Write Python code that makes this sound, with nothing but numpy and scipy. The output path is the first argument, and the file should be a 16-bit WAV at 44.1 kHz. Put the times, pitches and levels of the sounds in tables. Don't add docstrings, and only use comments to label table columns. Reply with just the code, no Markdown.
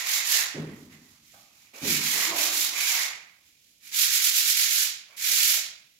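import sys
import numpy as np
from scipy import signal
from scipy.fft import rfft, irfft, next_fast_len
from scipy.io import wavfile
from scipy.ndimage import uniform_filter1d, map_coordinates

SR = 44100
rng = np.random.default_rng(int(sys.argv[2]) if len(sys.argv) > 2 else 0)


def unload_audio(sound):
    columns = np.transpose(np.atleast_2d(sound))
    steps = np.round(np.clip(columns, -1, 1) * 32767)
    wavfile.write(sys.argv[1], SR, steps.astype(np.int16))


def volts_from_decibels(level):
    exponent = np.asarray(level, float) / 20
    return 10 ** exponent


N = 264159
TIME_S = np.arange(N) / SR
TICK_S = np.arange(-300, 6100) / 1000


def unit(x):
    return x / np.sqrt(np.mean(x ** 2) + 1e-20)


def along(points, hz):
    f, value = np.transpose(points)
    return np.interp(np.log(hz + 1), np.log(f + 1), value)


def wobble(rate):
    knots = rng.standard_normal(int(N * rate / SR) + 4)
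    return map_coordinates(knots, [np.arange(N) * rate / SR])


def filtered(x, response):
    size = next_fast_len(x.shape[-1] + 8192, True)
    spectrum = rfft(x, size) * response(np.fft.rfftfreq(size, 1 / SR))
    return irfft(spectrum, size)[..., :x.shape[-1]]


def mode(hz, width):
    return lambda f: 1j * f * width / (hz * hz - f * f + 1j * f * width)


def per_sample(power):
    return np.interp(TIME_S, TICK_S, np.sqrt(power))


# frequency_hz, likeness (0 to 1)
LIKENESS = [(40, .8), (90, .95), (200, .975), (400, 0.93), (700, 0.56), (1200, 0)]


def paired(x):
    def mid_and_side(hz):
        turn = np.arccos(np.clip(along(LIKENESS, hz), 0, 1)) / 2
        return np.array([np.cos(turn), np.sin(turn)])

    mid, side = filtered(x, mid_and_side)
    return np.array([mid + side, mid - side])


# frequency_hz, level_db (per Hz)
HISS = [(240, -38), (400, -9), (634, -10), (1170, -26), (2270, -3), (2730, -1), (3820, 0.5), (7070, -1),
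        (8370, -9.5), (12500, -4), (15700, -13)]
# frequency_hz, level_db (per Hz)
BUILDING_RUMBLE = [(20, -32), (45, -6.5), (100, -2), (220, -2.5), (320, -4.5), (420, -23), (700, -40),
                   (1200, -120)]


def hush():
    def noise(spectrum):
        return unit(filtered(rng.standard_normal((2, N)), lambda f: volts_from_decibels(along(spectrum, f))))

    still_db, shake_db, shake_share = -83, -71.5, 0.23
    after_db, after_db_per_s = -27, 14.5
    sheet = effort()[1]
    stir = volts_from_decibels(2 * still_db) + volts_from_decibels(2 * shake_db) * (sheet / sheet.max()) ** shake_share
    for start_s, level_db, *_ in THUMP_EVENTS:
        left_db = level_db + after_db - after_db_per_s * (TICK_S - start_s)
        stir += (TICK_S > start_s) * volts_from_decibels(2 * left_db)
    rumble = per_sample(stir) * volts_from_decibels(1.3 * wobble(29)) * noise(BUILDING_RUMBLE)
    return volts_from_decibels(-64) * noise(HISS) + rumble


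def add_blow(track, start, rise, t60, response, gain):
    t = np.arange(SR) / SR
    swell = (1 - np.exp(-t / rise)) * volts_from_decibels(-60 * t / t60)
    noise = unit(filtered(rng.standard_normal((2, SR)), response))
    track[:, round(start * SR):][:, :SR] += gain * swell * noise


# start_s, level_db (rms), length_s, kind
THUMP_EVENTS = [
    (0.541, -33.5, 0.63, "blow"),
    (.6, -45, 0.57, "roll"),
    (1.814, -32.5, 0.64, "blow"),
    (1.899, -48, 0.62, "roll"),
    (2.268, -42.5, 0.42, "drone"),
    (3.814, -71, .7, "roll"),
    (5.279, -67, 0.52, "roll"),
]
THUMP_KINDS = {"blow": (0.029, 1.42, 185, 1.5), "roll": (0.085, 0.7, 210, 0.46),
               "drone": (0.012, 0.49, 314, 0.12)}
# pitch_hz, width_hz, level_db, t60_s (time to fade 60 dB)
SLAB_MODES = [(59.6, 25, -44, .6), (94.7, 5.5, -11, 1.26), (152.2, 10.3, 0.5, 0.98), (205.4, 10.5, -4, 1.1),
              (252, 23, -2, 1.25), (297, 19, 1.5, 0.72), (337.5, 42, 0.5, 0.76), (409, 28, -5.5, 1.1),
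              (482, 85, -8, 0.36), (558, 34, -9, 0.68)]


def thumps():
    track = np.zeros((2, N + SR))
    for start_s, level_db, length_s, kind in THUMP_EVENTS:
        rise_s, damping, centre_hz, spread = THUMP_KINDS[kind]
        cut = np.clip((length_s - np.arange(SR) / SR) / 0.063, 0, 1)
        for hz, width, mode_db, t60 in SLAB_MODES:
            share_db = -4 * (np.log2(hz / centre_hz) / spread) ** 2
            gain = cut * volts_from_decibels(level_db + mode_db + share_db)
            add_blow(track, start_s, rise_s, t60 / damping, mode(hz, width), gain)
    return track[:, :N]


# start_s, level_db (rms), pitch_hz, width_hz, t60_s
TAP_EVENTS = [(1.332, -59.5, 665, 216, 0.69), (1.334, -63.5, 1210, 200, 0.98),
              (1.336, -63, 1550, 250, 0.33), (1.34, -66, 807, 70, 1), (1.732, -52.5, 550, 300, 0.94),
              (1.733, -62, 296, 140, 0.61), (2.141, -47, 380, 250, 0.99), (2.3, -38, 1020, 216, 0.72),
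              (2.32, -36.5, 662, 300, 0.86), (2.679, -58, 302, 150, .6), (5.09, -66, 594, 356.4, 0.38),
              (5.29, -54, 620, 553, 0.95), (5.535, -50, 644, 240, 0.4), (5.536, -52, 987, 150, 0.25),
              (5.71, -66, 630, 120, 0.45)]


def taps():
    track = np.zeros((2, N + SR))
    for start_s, level_db, hz, width, t60 in TAP_EVENTS:
        add_blow(track, start_s, 0.004, t60, lambda f: mode(hz, width)(f) ** 2, volts_from_decibels(level_db))
    return track[:, :N]


# frequency_hz, t60_s
ROOM_RING = [(300, 0.58), (1000, 0.64), (2200, 0.61), (5000, 0.46), (9000, 0.13), (15000, 0.067)]


def room(x, wet_db):
    hz, t, z = signal.stft(x, SR, nperseg=256)
    keep = volts_from_decibels(-120 * t[1] / along(ROOM_RING, hz))
    power = np.abs(z) ** 2
    for k in range(1, len(t)):
        power[..., k] = keep * power[..., k - 1] + (1 - keep) * power[..., k]
    fresh = signal.stft(rng.standard_normal(x.shape), SR, nperseg=256)[2]
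    tail = unit(np.abs(fresh)) * np.exp(1j * np.angle(fresh)) * np.sqrt(power)
    return volts_from_decibels(wet_db) * signal.istft(tail, SR, nperseg=256)[1][:, :N]


def grains(response, scatter_db):
    size = volts_from_decibels(scatter_db * uniform_filter1d(rng.standard_normal(N), size=9))
    return unit(filtered(size * rng.standard_normal((2, N)), response))


# time_s, pitch_hz
SKIN_NOTE = [(0.0, 2020), (0.18, 2140), (0.33, 1810), (0.5, 1900), (0.85, 1970), (1.05, 1930), (1.44, 2393),
             (1.98, 2370), (2.19, 1940), (2.43, 2400), (2.66, 2180), (2.84, 2370), (3.0, 2070), (3.3, 2270)]


def skin(width, shoulder_db):
    note = np.interp(TIME_S, *np.transpose(SKIN_NOTE))
    spacing_hz = 175
    ring = 0
    for hz in np.arange(1800, 2501, spacing_hz):
        share = np.sqrt(np.clip(1 - np.abs(note - hz) / spacing_hz, 0, 1))
        ring = ring + share * grains(lambda f: mode(hz, width)(f) ** 2, scatter_db=-2.0)
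    body = grains(lambda f: mode(2200, 1600)(f) ** 2, scatter_db=6.5)
    return volts_from_decibels(0.9 * wobble(24)) * ring + volts_from_decibels(shoulder_db) * body


# start_s, length_s, grit_db, wall_ring_db and drag_db (both above grit)
FULL_STROKES = [(-.14, 0.17, -37, 6, -5.5), (0.018, .2, -32, 1, -12.5), (0.215, 0.18, -29.5, -2, -15.5),
                (0.298, 0.14, -31.5, -5.5, -10.5), (1.805, 0.2, -31.5, -0.5, -17),
                (1.972, 0.33, -32.5, -1.5, -12.5), (2.311, 0.19, -30.5, -3.5, -10),
                (2.46, 0.24, -31, -8, -16.5), (2.711, 0.27, -33, 2, -9.5), (2.854, 0.22, -35.5, 2.5, -7.5),
                (3.905, 0.19, -26, -11.5, -28), (4.076, 0.12, -27, -7.5, -29),
                (4.178, .14, -24.5, -14, -29), (4.305, 0.13, -25, -14, -28),
                (4.416, 0.13, -25.5, -14, -38.5), (4.524, 0.15, -26, -9, -30),
                (4.635, 0.24, -27.5, -12.5, -27.5), (5.178, 0.26, -28.5, -8, -30.5),
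                (5.335, 0.26, -27, -11, -26)]
# start_s, length_s, grit_db, wall_ring_db, drag_db
LIGHT_BRUSHES = [(0.603, 0.16, -75, 22.5, 17), (0.672, 0.2, -64, -5, -13), (0.882, 0.071, -63, 9.5, -2),
                 (0.96, 0.23, -67, 1, -3), (1.188, 0.29, -63.5, -1, -25), (1.47, 0.23, -67, 3.5, -5),
                 (3.136, 0.08, -77, -5, 0), (3.41, 0.1, -69.5, 3.5, -18), (3.554, .2, -70, -8, -15.5),
                 (3.796, 0.15, -52, -3, -25), (5.058, 0.12, -72, 17, 11), (5.839, 0.048, -82, 4, -14)]
# start_s, length_s, grit_db, wall_ring_db, drag_db
SUDDEN_LANDINGS = [
    (0.32, 0.1, -44.5, 15, -5.5),
    (1.733, 0.15, -53.5, 6.5, -0.5),
    (2.127, 0.17, -45.5, 12, 7),
    (5.162, 0.09, -43.5, -3, -28),
]
# steepness (power), fade_db_per_s
VOICE_FOLLOW = [
    (1.46, 230),
    (1.035, 153.5),
    (0.46, 120.5),
    (0.25, 104),
]


def effort():
    speed_up_s, slow_down_s, land_s = 0.1, 0.083, 0.004
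    sheet_db, sheet_per_ring = 3.5, 0.2
    rows = np.array(FULL_STROKES + LIGHT_BRUSHES + SUDDEN_LANDINGS)
    start, length, grit_db, wall_db, drag_db = rows.T[..., None]
    lands = np.arange(len(rows))[:, None] >= len(rows) - len(SUDDEN_LANDINGS)
    gather = (TICK_S - start) / np.where(lands, land_s, np.minimum(speed_up_s, length / 2))
    lose = (start + length - TICK_S) / np.minimum(slow_down_s, length / 2)
    speed = np.sin(np.pi / 2 * np.clip(np.minimum(gather, lose), 0, 1))
    over_grit_db = [0, sheet_db + sheet_per_ring * wall_db, wall_db, drag_db]
    voices = []
    for rel_db, (steep, fade) in zip(over_grit_db, VOICE_FOLLOW):
        power = np.sum((volts_from_decibels(grit_db + rel_db) * speed ** steep) ** 2, axis=0)
        keep = volts_from_decibels(-2 * fade / 1000)
        voices.append(signal.lfilter([1 - keep], [1, -keep], power))
    return voices


# frequency_hz, level_db (per Hz)
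GRIT_COLOUR = [(4350, -39.5), (7400, -2), (8500, -8.5), (9800, -5), (11200, -0.5), (12600, 1),
               (14000, -3.5), (15200, -4.5), (15750, -9)]
# frequency_hz, level_db (per Hz)
SHEET_COLOUR = [(710, -38), (1200, -24), (1320, -14.5), (1910, -8), (2390, -7), (2930, -4.5), (3840, -1),
                (7160, -1), (8500, -14.5), (11000, 17.5), (18700, -120)]
# frequency_hz, level_db (per Hz)
DRAG_COLOUR = [(240, -9), (400, -7.5), (494, -5.5), (653, 0), (1150, 5), (1700, -2), (2210, -16),
               (3740, -120)]


def sanding():
    grit_gain, sheet_gain, wall_gain, drag_gain = [per_sample(power) for power in effort()]
    catch_db = 0.5 * wobble(30) + 0.85 * wobble(150)
    tearing = grains(lambda f: volts_from_decibels(along(GRIT_COLOUR, f)), scatter_db=-8.0)
    grit = grit_gain * volts_from_decibels(-1.3 + 0.76 * catch_db) * tearing
    hiss = grains(lambda f: volts_from_decibels(along(SHEET_COLOUR, f)) / (1 + (f / 8800) ** 16), scatter_db=5.5)
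    sheet = sheet_gain * volts_from_decibels(-1.5 + catch_db) * hiss
    wall = wall_gain * volts_from_decibels(-9.0 + 1.6 * wobble(25.55)) * skin(width=280, shoulder_db=0.0)
    rubbing = paired(grains(lambda f: volts_from_decibels(along(DRAG_COLOUR, f)), scatter_db=3.5))
    drag = drag_gain * volts_from_decibels(-5.5 + 1.7 * wobble(17)) * rubbing
    return volts_from_decibels(2.5) * (grit + sheet + wall + drag)


def scene():
    background = paired(thumps() + taps() + hush())
    rub = sanding()
    rub = rub + room(rub, wet_db=-5.5)
    rub = filtered(rub, lambda f: 1 / (1 + (280 / (f + 1)) ** 4))
    return background + rub


# frequency_hz, left_minus_right_db
STEREO_LEAN = [(60, -2), (110, -1.5), (200, 1.3), (380, -3), (700, -2.5), (1290, -5), (2380, -9),
               (4400, -3), (8120, -7.5), (15000, -6.5)]


def microphones(dry):
    top_hz = 15770
    return filtered(dry, lambda f: volts_from_decibels(np.outer([0.5, -0.5], along(STEREO_LEAN, f))) * (f < top_hz))


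def roll_off(x):
    return signal.sosfilt(signal.butter(12, 17060, fs=SR, output="sos"), x)


def record(dry):
    ripple_db = -0.9 * np.cos(2 * np.pi * (np.arange(N) - 480) / 1024)
    mix = microphones(dry) * volts_from_decibels(ripple_db)
    return roll_off(mix)


dry = scene()
out = record(dry)
unload_audio(out)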